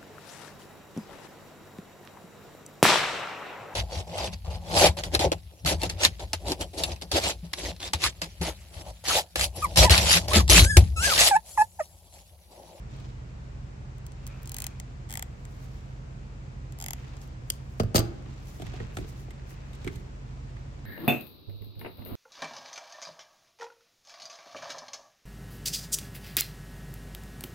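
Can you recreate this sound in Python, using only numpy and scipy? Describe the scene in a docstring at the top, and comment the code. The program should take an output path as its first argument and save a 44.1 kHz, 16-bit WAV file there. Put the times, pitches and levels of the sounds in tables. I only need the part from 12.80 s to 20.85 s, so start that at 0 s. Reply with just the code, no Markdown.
"""Crimping tool and switch panel

A steel hand crimper is squeezed three times on a wire terminal: runs of falling chirps make dry creaks.
It snaps open and drops on a padded bench: coloured bursts click and clack, dying sine waves thud and ring.
Then a plastic switch panel with its wires is picked up: coloured noise rubs and slides, short bursts knock.
Machinery hums low throughout, from wavering sine waves over noise. Table levels come before function settings.
"""
import sys
import numpy as np
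from scipy import signal
from scipy.fft import rfft, irfft
from scipy.io import wavfile
from scipy.ndimage import uniform_filter1d

SR = 44100
rng = np.random.default_rng(int(sys.argv[2]) if len(sys.argv) > 2 else 0)


def digitize_waveform(pressure):
    """Quantize a signal to 16-bit integers and store it at the path in sys.argv[1].

    Rows of a 2-D input are taken as channels; values are limited to [-1, 1].
    """
    field = np.atleast_2d(pressure).T
    bounded = np.clip(field, -1, 1)
    quanta = np.round(bounded * 32767).astype(np.int16)
    wavfile.write(sys.argv[1], SR, quanta)


N = 355181  # length in samples
SIZE = 4096  # samples in one hit
HZ, AGE = np.fft.rfftfreq(SIZE, 1 / SR), np.arange(SIZE) / SR  # frequency and time axes of one hit
# In every spectrum table below, level/dB is relative and taken per Hz, unless stated.


def amp(db):
    """Turns decibels into a plain factor."""
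    return 10 ** (np.asarray(db) / 20)


def evened(x):
    """Scales a signal to rms 1."""
    return x / np.sqrt(np.mean(x ** 2) + 1e-20)


def read(points, hz):
    """Reads a table joined by straight lines on a log-frequency axis."""
    f, value = np.transpose(points)
    return np.interp(np.log(hz + 1), np.log(f + 1), value)


def add(mix, s, sound):
    """Adds a sound to the mix from the time s, in seconds."""
    part = mix[:, round(s * SR):][:, :sound.shape[1]]
    part += sound[:, :part.shape[1]]


def tint(x, colour):
    """Gives a long sound a spectrum, at rms 1."""
    gain = amp(read(colour, np.fft.rfftfreq(N, 1 / SR)))
    return evened(irfft(rfft(x) * gain, N))


def hump(hz, width_hz):
    """A broad resonance of height 1."""
    return np.exp(-((HZ - hz) / width_hz) ** 2)


def bending(travel_s):
    """Bending waves carry treble faster than bass; travel_s is the delay at 1 kHz."""
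    return np.exp(-4j * np.pi * travel_s * np.sqrt(1000 * HZ))


def scatter(t60, direct=0, lead_s=0):
    """Spectrum of a direct pulse and the short dense ring behind it; the left side lags by lead_s seconds."""
    fade = amp(-60 * AGE / t60) * np.minimum(AGE / 0.00036, 1)
    z = rfft(rng.standard_normal((2, SIZE)) * fade)
    z /= np.sqrt(uniform_filter1d(abs(z) ** 2, size=30, axis=1))  # no broad ripple
    return (z + direct) * np.exp(-2j * np.pi * HZ * np.array([[lead_s], [0]]))


def strike(z, colour_db):
    """Colours a ring causally; its energy is that of a two-millisecond pulse of height 1 on one side."""
    log_gain = np.log(amp(np.maximum(colour_db, -80)))
    mirrored = np.r_[log_gain, log_gain[-2:0:-1]]
    causal = np.exp(np.conj(signal.hilbert(mirrored)))[:len(HZ)]  # minimum phase: nothing sounds early
    y = irfft(z * causal) * np.cos(np.pi / 2 * AGE / AGE[-1]) ** 2
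    return y / np.sqrt(np.sum(y ** 2) / 2 / (SR / 1000))


def ring(modes, damping, spread):
    """Dying sine waves, each with its own phase on either side, at peak 1; damping divides their t60."""
    t = np.arange(SR // 2) / SR
    y = 0
    for hz, db, t60 in modes:
        phase = spread * rng.standard_normal((2, 1))
        y = y + amp(db - 60 * t * damping / t60) * np.sin(2 * np.pi * hz * t + phase)
    return y / abs(y).max()


def grains(per_s, spread_db):
    """Countless tiny catches of friction, a few of them large."""
    size = amp(spread_db * np.minimum(rng.exponential(1, N), 5))
    caught = rng.random(N) < per_s / SR
    return size * caught * rng.standard_normal((2, N))


def strokes(rows, rise=0.26):
    """The level of a series of moves: each swells for a share of its length, then dies away."""
    t = np.arange(N) / SR
    level = 0
    for s, length, db in rows:
        progress = np.interp((t - s) / length, [0, np.clip(rise, .05, .95), 1], [0, .5, 1])
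        level = level + amp(db) * np.sin(np.pi * progress)
    return level


def resonate(x, hz, width_hz):
    """A narrow resonance that follows the curve hz, at rms 1."""
    turn = np.exp(2j * np.pi * np.cumsum(hz) / SR)
    r = np.exp(-np.pi * width_hz / SR)
    # shift the moving pitch down to zero, smooth it there, and shift it back
    return evened((turn * signal.lfilter([1], [1, -2 * r, r * r], x / turn)).real)


# How alike left and right are: f/Hz, likeness (1 same, 0 unrelated, below 0 opposed)
LIKENESS = [(60, 0.93), (130, 1), (290, 0.5), (640, -0.085), (1400, -0.4), (3000, 0.056), (15000, -0.1)]


def diffuse(size):
    """Noise from all around: the two sides agree well only in the bass."""
    hz = np.fft.rfftfreq(size, 1 / SR)
    a, b = rfft(rng.standard_normal((2, size)))
    same = np.clip(read(LIKENESS, hz), -1, 1)
    # f/Hz, level/dB added on the left and taken off on the right
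    lean_db = read([(60, -0.4), (200, -1.92), (400, 1.55), (2400, -0.34), (5000, 2.2), (15000, -2.0)], hz)
    left = a * amp(lean_db)
    right = (same * a + np.sqrt(1 - same ** 2) * b) * amp(-lean_db)
    return irfft(np.array([left, right]), size)


def fits_and_starts():
    """A slow random curve between -1 and 1 that makes hand moves uneven."""
    return np.tanh(tint(rng.standard_normal(N), [(2, 2.0), (8, 5.5), (40, -4.5), (120, -19.5), (300, -59)]))


# Modes of the bench top: f/Hz, level/dB (relative), t60/s (before damping)
BENCH_MODES = [(93, -0.5, 0.29), (112.4, 6.5, 0.18), (162, 2, 0.125), (218, -3.5, 0.11), (264, -11.5, 0.22)]


def thud(db, damping=0.68, travel_s=0.003755):
    """The bench top booms, its deepest modes arriving last."""
    boom = signal.fftconvolve(ring(BENCH_MODES, damping, 0.31), irfft(bending(travel_s))[None], axes=1)
    return amp(db) * boom * amp([[-2.5], [2]])


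def knock(db, colour_db, t60=0.086, travel_s=0.003165):
    """A bending wave knocks through a hollow body."""
    return amp(db) * strike(scatter(t60, 1.3, -0.00033) * bending(travel_s), colour_db)


def clack(db, colour_db, tilt_db, t60, direct, lead_s):
    """Hard edges meet; a higher tilt (dB per octave) makes the contact brighter."""
    tilt = tilt_db * np.log2(np.maximum(HZ, 1000) / 4000)
    return amp(db) * strike(scatter(t60, direct, lead_s) * bending(0.001033), colour_db + tilt)


# Steady machinery tones: f/Hz, level/dB (rms), left minus right level/dB
MOTOR_TONES = [(45.1, -46, -1), (66.9, -48, 1), (120.2, -50.5, -3), (132.86, -47.5, -2), (194.6, -71, -16)]
# Spectrum of the moving air: f/Hz, level/dB
AIR_SPECTRUM = [(15, -27), (26, -25.5), (40, -5), (70, -1.5), (120, -2.5), (170, -8.5), (280, -15),
                (400, -19), (700, -22.5), (1200, -26), (2500, -31.5), (3300, -37), (7500, -41),
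                (11000, -62.5), (16000, -65)]
AIR_DB = -44.5


def workshop(waver=0.29):
    """Motor hum with a wavering phase, over the rumble and hiss of moving air."""
    t = np.arange(N) / SR
    out = amp(AIR_DB) * tint(diffuse(N), AIR_SPECTRUM)
    for f, db, pan in MOTOR_TONES:
        drift = waver * sum(np.sin(2 * np.pi * (r * t + rng.random())) for r in np.geomspace(.1, 1.5, num=5))
        tone = np.sqrt(2) * np.sin(2 * np.pi * (f * t + rng.random()) + drift)
        out += amp([[db + pan / 2], [db - pan / 2]]) * tone
    return out


# Moves of hands and wires: start t/s, length t/s, level/dB
RUB_MOVES = [(.08, 0.35, -55.5), (1.25, 1.14, -60), (2.7, 0.49, -60.5), (4.12, 0.49, -56.5),
             (5.2, 0.88, -59), (5.79, 0.38, -51), (6.15, 0.33, -56), (6.58, 0.76, -62.5),
             (6.92, 0.3, -59.5), (7.7, 0.16, -66.5)]
# Spectrum of the rubbing: f/Hz, level/dB
RUB_SPECTRUM = [(30, -19.5), (70, -1), (200, 12), (500, 2), (1000, 3), (1700, -6), (2600, -3), (4000, -5),
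                (7000, -10), (10000, -30.5), (15000, -31)]
# Spectrum of hard plastic, also used for the panel: f/Hz, level/dB
PLASTIC_SPECTRUM = [(600, -15.5), (1100, 6.5), (1450, 8.5), (1800, 9), (2200, 10.5), (2800, 5), (3300, 7.5),
                    (5000, -3), (9000, 1), (10500, -36), (12000, -1.5), (15500, -41)]
RUB_RISE = 0.23  # share of a move spent swelling
TOUCHES_PER_S, TOUCH_SPREAD_DB = 60, 2.0  # wires and connectors touch
HELD_FROM_S, HELD_DB = 5.5, -65  # once lifted, the wire bundle goes on rustling faintly


def rubbing(fits, uneven_db=3.5, ticks_db=-15):
    """Skin and wires rub by fits and starts, with small ticks where wires and connectors touch."""
    held = amp(HELD_DB) * (np.arange(N) / SR > HELD_FROM_S)
    ticks = amp(ticks_db) * tint(grains(TOUCHES_PER_S, TOUCH_SPREAD_DB), PLASTIC_SPECTRUM)
    friction = tint(grains(3000, 0.36), RUB_SPECTRUM)
    level = np.hypot(strokes(RUB_MOVES, RUB_RISE), held)
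    return amp(uneven_db * fits) * (ticks + friction) * level


# Slips in the squeezes, and single ticks as the jaws settle: t/s, level/dB, ring f/Hz,
# top treble level/dB, handle ring level/dB
SLIP_TICKS = [(.166, -53, 7500, -7, -10), (.199, -53, 7000, -6, -6), (1.1817, -49, 6350, -3, 0),
              (1.2646, -36.5, 8500, 0, -4), (1.3188, -43.5, 6300, -17, 0), (1.466, -32, 5900, -2, -3),
              (1.474, -34.5, 8300, 6, 0), (1.6204, -50, 6600, 4, 0), (1.6305, -39.5, 7980, 9, 0),
              (1.6565, -37, 7000, -6, 0), (1.6733, -32, 8600, -6, 0), (1.6931, -30, 8600, -1, -1),
              (1.7173, -27, 6900, 2, 4), (1.743, -24.5, 8500, 0, -1), (1.7653, -24, 6800, -1, 4),
              (1.784, -23.5, 8500, 3, 13), (1.8017, -24.5, 6760, -2, 5), (1.8199, -22.5, 8600, 0, 9),
              (1.841, -22.5, 6600, -1, 11), (1.8658, -20, 6850, -3, 6), (1.9985, -28.5, 6300, -7, 10),
              (2.2898, -41, 9000, -6, 0), (2.2967, -34, 8950, -6, 7), (2.3055, -29.5, 8800, -4, 2),
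              (2.3144, -30.5, 8800, -2, 0), (2.325, -26.5, 8800, 3, -2), (2.3378, -25, 8700, 5, 5),
              (2.3531, -24, 8450, 0, 11), (2.3721, -21, 7500, 1, 4), (2.393, -25, 6600, 1, 10),
              (2.4238, -21.5, 7700, 2.5, 7), (2.6513, -37.5, 6700, -5, 11), (3.922, -39.5, 7500, -2, -3),
              (3.9868, -36.5, 7650, 7, 0), (4.0005, -30, 7500, -3, 1), (4.0114, -29, 7600, 0, 0),
              (4.0231, -25.5, 7500, -1, -3), (4.0401, -25.5, 7300, 0, 4), (4.0611, -23, 7500, 3, 11),
              (4.0832, -23, 7200, 1, 10), (4.106, -22, 6700, 4, 7), (4.132, -22.5, 7000, 2, 4),
              (4.367, -44, 6300, -15, -6), (4.415, -41, 6600, -9, -4), (4.476, -51, 7000, 7, -7)]
# Times when the hand takes a new grip between squeezes: t/s
REGRIP_TIMES = [2.15, 3.5]
# Each squeeze loads the steel differently: f/Hz, level/dB
SQUEEZE_1 = [(300, -25), (500, -13), (820, 3), (1060, -5), (1290, -2), (1600, -9), (1950, -1), (2400, -4),
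             (2750, -4), (3060, 3), (3500, 0), (4000, 0), (4600, 0), (5170, 3), (5550, -1), (6150, 4),
             (6900, 6), (7500, 5), (7970, 2), (8600, 8), (9070, 5), (10400, -2.5), (12400, 5), (13780, -6),
             (15460, 4), (16280, -8)]
SQUEEZE_2 = [(300, -25), (500, -8), (820, 10), (1230, -1), (1500, 2), (1950, 6.5), (2250, 5), (2650, -2),
             (3350, 5.5), (4050, -3), (4600, 0), (5210, 3.5), (5600, -1), (6370, 1.5), (7240, 9), (7800, 6),
             (8800, 5.5), (9700, -4), (11200, -2), (12400, 2), (13420, 1.5), (15400, -2.5), (16280, -14)]
SQUEEZE_3 = [(300, -25), (500, -4), (800, 10), (1230, 3), (1500, -1), (2100, 1.5), (2450, -2), (3000, 2),
             (3450, 4), (4100, -6), (4550, -1), (5190, 5.5), (5750, -0.5), (6370, 3), (7200, 8), (7950, -1),
             (8600, 3), (9320, -4), (10600, -1), (12200, 4), (13760, -9), (14940, -5), (16280, -17)]
# Phase between the two sides in the squeezes: f/Hz, phase lead of the left (radians)
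SIDE_PHASE = [(500, -1.5), (800, 1.5), (1400, 2.5), (2000, 2.5), (2700, 4.5), (3300, 4.5), (4000, 7),
              (5200, 8.3), (6000, 7.5), (6600, 3.5), (7300, 4.5), (8500, -0.5), (10500, -5), (12000, -6),
              (15300, -12)]
HANDLE_HZ, HANDLE_WIDTH_HZ = 2030, 330  # the broad resonance of the handles


def creaks(level_db=-3.5, t60=0.015, change=0.88, direct=1.5, travel_s=.0035,
           ring_db=3, ring_width_hz=750, vary_db=1.34):
    """Each slip sends much the same bending wave down the handles: a tiny falling chirp."""
    out, grip = np.zeros((2, N)), scatter(t60, direct)
    path = bending(travel_s) * np.exp(1j * read(SIDE_PHASE, HZ) * np.array([[1], [0]]))
    for s, db, hz, top_db, handle_db in SLIP_TICKS:
        squeeze = [SQUEEZE_1, SQUEEZE_2, SQUEEZE_3][np.searchsorted(REGRIP_TIMES, s)]
        colour = read(squeeze, HZ)
        colour += ring_db * hump(hz, ring_width_hz)
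        colour += handle_db * hump(HANDLE_HZ, HANDLE_WIDTH_HZ)
        colour += read([(9000, 0), (11500, top_db)], HZ)
        # no two slips catch alike
        colour += vary_db * evened(uniform_filter1d(rng.standard_normal(len(HZ)), size=70))
        wave = (grip + change * scatter(t60, 0.48)) * path
        add(out, s, amp(db + level_db) * strike(wave, colour))
    return out * amp([[1], [-1]])


# Soft scrapes as the jaws close on the terminal: start t/s, length t/s, level/dB
SCRAPE_MOVES = [(1.40, 0.41, -62), (1.74, 0.28, -60)]
# Spectrum of the scrape: f/Hz, level/dB
SCRAPE_SPECTRUM = [(500, -26), (950, 4), (1600, 5), (2100, -5), (2500, -2), (2950, -14), (7000, -25)]
# The wavering pitch of a thin squeal in the scrape: t/s, f/Hz
SQUEAL_PITCH = [(1.45, 2650), (1.52, 2400), (1.56, 2560), (1.62, 2430), (1.86, 2570), (1.93, 2350)]
SQUEAL_WIDTH_HZ = 250


def scraping(squeal_db=-2.5):
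    """The closing jaws scrape: tiny catches of friction, some through a narrow moving resonance."""
    pitch = np.interp(np.arange(N) / SR, *np.transpose(SQUEAL_PITCH))
    squeal = amp(squeal_db) * resonate(grains(2040, 1.3)[0], pitch, SQUEAL_WIDTH_HZ)
    return strokes(SCRAPE_MOVES) * (tint(grains(2100, 1.3)[0], SCRAPE_SPECTRUM) + squeal)


# Insulation slides through the fingers: t/s at the height of the move, length t/s, level/dB
SLIDE_MOVES = [(2.83, 0.35, -66.5), (4.2, .14, -72), (4.43, .08, -63), (4.73, .07, -61), (4.96, 0.16, -68),
               (5.68, 0.061, -63), (5.76, .2, -62), (6.177, 0.054, -54.5), (6.297, 0.045, -57),
               (6.41, 0.072, -60.5), (6.71, 0.047, -57.5), (6.93, 0.16, -75), (7.15, 0.12, -64.5)]
# Spectrum of the sliding: f/Hz, level/dB
SLIDE_SPECTRUM = [(2000, -10), (6000, 6.5), (9000, 0.5), (12500, 1.5), (15500, -2)]


def sliding(fits, uneven_db=2.5):
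    """Smooth insulation slides with a hiss that swells and fades."""
    t = np.arange(N) / SR
    swells = sum(amp(db) / (1 + ((t - s) / length) ** 2 * 2) ** 2 for s, length, db in SLIDE_MOVES)
    return swells * tint(grains(4000, 1.1), SLIDE_SPECTRUM) * amp(uneven_db * fits)


# The wires of the bundle chafe against each other: start t/s, length t/s, level/dB
CHAFE_MOVES = [(4.14, 0.28, -60.5), (5.82, 0.45, -56.5), (6.5, 0.7, -62.5)]
# Spectrum of the chafing: f/Hz, level/dB
CHAFE_SPECTRUM = [(400, -12), (750, 9), (1200, 10), (1900, 15), (2200, 9), (2600, 14.5), (3200, 0),
                  (4500, -4), (7000, -28), (10000, -56)]
CATCHES_PER_S, CATCH_SPREAD_DB = 600, 2.3


def chafing():
    """Wire catches on wire in many small random jerks."""
    return strokes(CHAFE_MOVES, RUB_RISE) * tint(grains(CATCHES_PER_S, CATCH_SPREAD_DB), CHAFE_SPECTRUM)


# The jaws spring open: t/s, level/dB
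SNAP_CLICKS = [(4.7, -12.5), (4.719, -37), (4.736, -44.5)]
# Spectrum of the snap: f/Hz, level/dB
SNAP_SPECTRUM = [(250, -16), (600, -15), (1200, -17.5), (2150, -9), (2500, -12), (3200, 3.5), (3900, -12),
                 (4450, 0), (4900, 5), (5600, -9), (6450, 4.5), (8000, -4), (9100, 6.5), (10200, -24),
                 (11700, 2), (13600, -13), (15000, -12), (16300, -23.5)]


def snaps(level_db=-2.5, t60=0.012, jolt_db=-25):
    """The jaws let go with a dry, bright click and two fainter ones, each with a soft low thud."""
    out = np.zeros((2, N))
    for s, db in SNAP_CLICKS:
        wave = scatter(t60, 0.32, 0.00019) * bending(0.004)
        add(out, s, amp(db + level_db) * strike(wave, read(SNAP_SPECTRUM, HZ)))
        add(out, s, thud(db + jolt_db))
    return out * amp([[1.3], [-1.3]])


# The tool lands on the bench: t/s, bench thud level/dB, hollow knock level/dB, knock f/Hz,
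# bench frame ring level/dB
TOOL_LANDINGS = [(4.998, -15.5, -12, 208, -57.5), (5.033, -22, -26.5, 200, -47),
                 (5.145, -16, -10, 326, -36), (5.158, -33, -14, 630, -18), (5.181, -16, -23, 230, -18.5),
                 (5.197, -28, -20.5, 160, -21.5)]
# Its loose handles and jaws rattle: t/s, clack level/dB, tilt (dB per octave)
TOOL_RATTLES = [(4.9988, -23, -5.5), (5.002, -22.5, -7), (5.033, -39, 3), (5.146, -21.5, -2),
                (5.153, -12.5, 1), (5.158, -6.5, -2), (5.163, -12, 6), (5.167, -11, -0.5),
                (5.1802, -13, -3.5), (5.1905, -16, 4.5), (5.197, -23.5, -10), (5.203, -24, -7)]
# Spectrum of the hollow knock: f/Hz, level/dB
KNOCK_SPECTRUM = [(70, -19), (130, -1), (210, 4), (300, -3.5), (380, -1), (470, 2.5), (570, -2), (690, -2),
                  (830, -12.5), (950, -26), (1200, -11), (2000, -24.5), (4000, -42)]
# Spectrum of steel on the bench: f/Hz, level/dB
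CLACK_SPECTRUM = [(590, -19), (900, -10.5), (1100, 0), (1500, -5.5), (2000, -3), (2450, -3.5), (3050, 3.5),
                  (3700, 0.5), (4700, 7), (5700, 1.5), (6330, 6), (7200, -3), (8360, 5), (10500, -14.5),
                  (12000, 5.5), (13800, -6), (16000, -7)]
# Modes of the bench frame: f/Hz, level/dB (relative), t60/s (before damping)
FRAME_MODES = [(318, 0, .2), (344, 2, .33), (423, -6, .25), (539, -2, .13), (587, -4, .12), (656, 4, .17),
               (770, -11, .2), (829, -16, .26), (1179, -8, .13)]
# Modes of the steel jaws and handles: f/Hz, level/dB (relative), t60/s
STEEL_MODES = [(2694, -3, 0.12), (3050, -6, 0.06), (4429, -4, 0.06), (4686, 5, 0.09), (4864, 4, .08),
               (5049, 2, 0.08), (6352, 2, 0.07), (8440, -6, 0.04), (11800, -4, .03), (14700, -3, .03)]


def dropped_tool(thud_db=0, knock_db=2, pitch_db=7, pitch_width=0.2, clack_db=-4, t60=0.036, steel_db=-15):
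    """Each landing thuds the bench and sets its frame ringing; the loose steel rattles in separate clacks."""
    out = np.zeros((2, N))
    for s, low_db, mid_db, hz, frame_db in TOOL_LANDINGS:
        colour = read(KNOCK_SPECTRUM, HZ) + pitch_db * hump(hz, pitch_width * hz)
        add(out, s, thud(low_db + thud_db))
        add(out, s - .001, knock(mid_db + knock_db, colour))
        add(out, s, amp(frame_db) * ring(FRAME_MODES, 0.84, 0.35))
    for s, db, tilt_db in TOOL_RATTLES:
        hit = clack(db + clack_db, read(CLACK_SPECTRUM, HZ), tilt_db, t60, 0.56, -0.000448)
        add(out, s, hit * amp([[0.7], [-0.7]]))
        add(out, s, amp(db + steel_db) * ring(STEEL_MODES, 1, 1.62))
    return out


# Spectrum of everything on the bench shuddering: f/Hz, level/dB
SHUDDER_SPECTRUM = [(150, -24), (250, 0.5), (350, 6), (420, -1), (510, -10), (670, -2.5), (830, 5),
                    (930, -12), (1450, -4), (2000, -19), (5000, -43.5)]
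SHUDDER_S, SHUDDER_DB, SHUDDER_T60 = 5.16, -36, .6  # start in s, level in dB, time to fall 60 dB in s


def shudder():
    """After the hardest landing, a diffuse low clatter swells quickly and dies away."""
    age = np.maximum(np.arange(N) / SR - SHUDDER_S, 0)
    level = np.minimum(age / .02, 1) * amp(SHUDDER_DB - 60 * age / SHUDDER_T60)
    return level * tint(diffuse(N), SHUDDER_SPECTRUM)


# The panel bumps as it is picked up: t/s, bench thud level/dB, hollow knock level/dB, knock f/Hz,
# hard clack level/dB, clack f/Hz, tilt (dB per octave)
PANEL_BUMPS = [(5.459, -45, -47, 400, -42, 2970, -5.5), (5.797, -56, -32.5, 650, -41, 3500, 4),
               (5.819, -31, -31.5, 740, -32, 3400, 2), (5.865, -31.5, -42, 400, -35, 2020, 0),
               (5.937, -46, -34.5, 720, -38, 2600, -2), (6.001, -26, -28.5, 490, -29.5, 1850, -6),
               (6.169, -28.5, -28.5, 754, -23, 1370, 1), (6.185, -30, -28, 594, -34, 2410, 2),
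               (6.209, -29.5, -31.5, 325, -47, 2000, -2), (6.243, -49, -36.5, 446, -49, 2400, 0),
               (6.482, -53, -40.5, 650, -48, 2280, -7), (6.506, -66, -45, 397, -36.5, 2100, 1.5),
               (6.932, -58, -50, 400, -40.5, 3800, 1.5), (6.95, -60, -47.5, 400, -43, 4200, 5),
               (7.045, -26.5, -35, 520, -34, 2290, 3), (7.065, -47, -23, 400, -38, 1400, 1),
               (7.075, -29.5, -30.5, 290, -22, 2170, -2.5), (7.097, -44, -38, 403, -40, 1700, -4),
               (7.157, -31, -50.5, 400, -38, 4200, 5), (7.766, -56, -51, 400, -39, 1915, -5)]
# Spectrum of the hollow panel: f/Hz, level/dB
HOLLOW_SPECTRUM = [(100, -2), (200, 3), (275, 13.5), (420, 10), (560, -6), (750, -1), (1000, -19),
                   (2000, -27), (4000, -42)]


def panel(thud_db=0, knock_db=3, pitch_db=11, pitch_width=0.22, clack_db=-4, t60=0.036,
          ring_db=9, ring_width_hz=190):
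    """The hollow plastic panel bumps on the bench; corners knock and connectors clack at listed pitches."""
    out = np.zeros((2, N))
    for s, low_db, mid_db, knock_hz, top_db, hz, tilt_db in PANEL_BUMPS:
        hollow = read(HOLLOW_SPECTRUM, HZ) + pitch_db * hump(knock_hz, pitch_width * knock_hz)
        hard = read(PLASTIC_SPECTRUM, HZ) + ring_db * hump(hz, ring_width_hz)
        add(out, s, thud(low_db + thud_db))
        add(out, s - .001, knock(mid_db + knock_db, hollow))
        add(out, s, clack(top_db + clack_db, hard, tilt_db, t60, 0.24, -0.00031))
    return out


# Colour of the reflections: f/Hz, level/dB (relative, not per Hz)
WALL_COLOUR = [(100, -6), (350, 2), (800, -12), (1500, -2.5), (6000, -1.5), (15000, -9.5)]
# How long the room rings: f/Hz, t60/s
ROOM_DECAY = [(100, 0.99), (400, 0.97), (1500, 0.67), (5000, 0.32), (15000, 0.27)]


def room(x, wet_db=-18):
    """A faint diffuse tail, its treble dying first."""
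    hz, t, z = signal.stft(diffuse(SR), SR, nperseg=256)
    fade_db = read(WALL_COLOUR, hz)[:, None] - 60 * t / read(ROOM_DECAY, hz)[:, None]
    tail = signal.istft(z * amp(fade_db), SR, nperseg=256)[1]
    tail *= np.minimum(np.arange(tail.shape[1]) / SR / 0.0084, 1)  # builds up over 8.4 ms
    return amp(wet_db) * signal.fftconvolve(x, tail / np.linalg.norm(tail[0]), axes=1)[:, :N]


def scene(creak_room_db=-5, snap_room_db=-6, drop_room_db=-2):
    """The jaws are nearest the listener, so less of them is heard from the room."""
    machinery = workshop()
    fits = fits_and_starts()
    hands = rubbing(fits) + scraping() + sliding(fits) + chafing() + panel()
    creak, snap, drop = creaks(), snaps(), dropped_tool() + shudder()
    sent = amp(creak_room_db) * creak + amp(snap_room_db) * snap + amp(drop_room_db) * drop + hands
    return creak + snap + drop + hands + room(sent) + machinery


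EDGE_HZ = 16400


def record(dry):
    """A steep low-pass filter removes the treble above EDGE_HZ."""
    low_pass = signal.firwin(255, EDGE_HZ, window=("kaiser", 9), fs=SR)
    return signal.oaconvolve(dry, low_pass[None], "same")


dry = scene()
out = record(dry)
digitize_waveform(out)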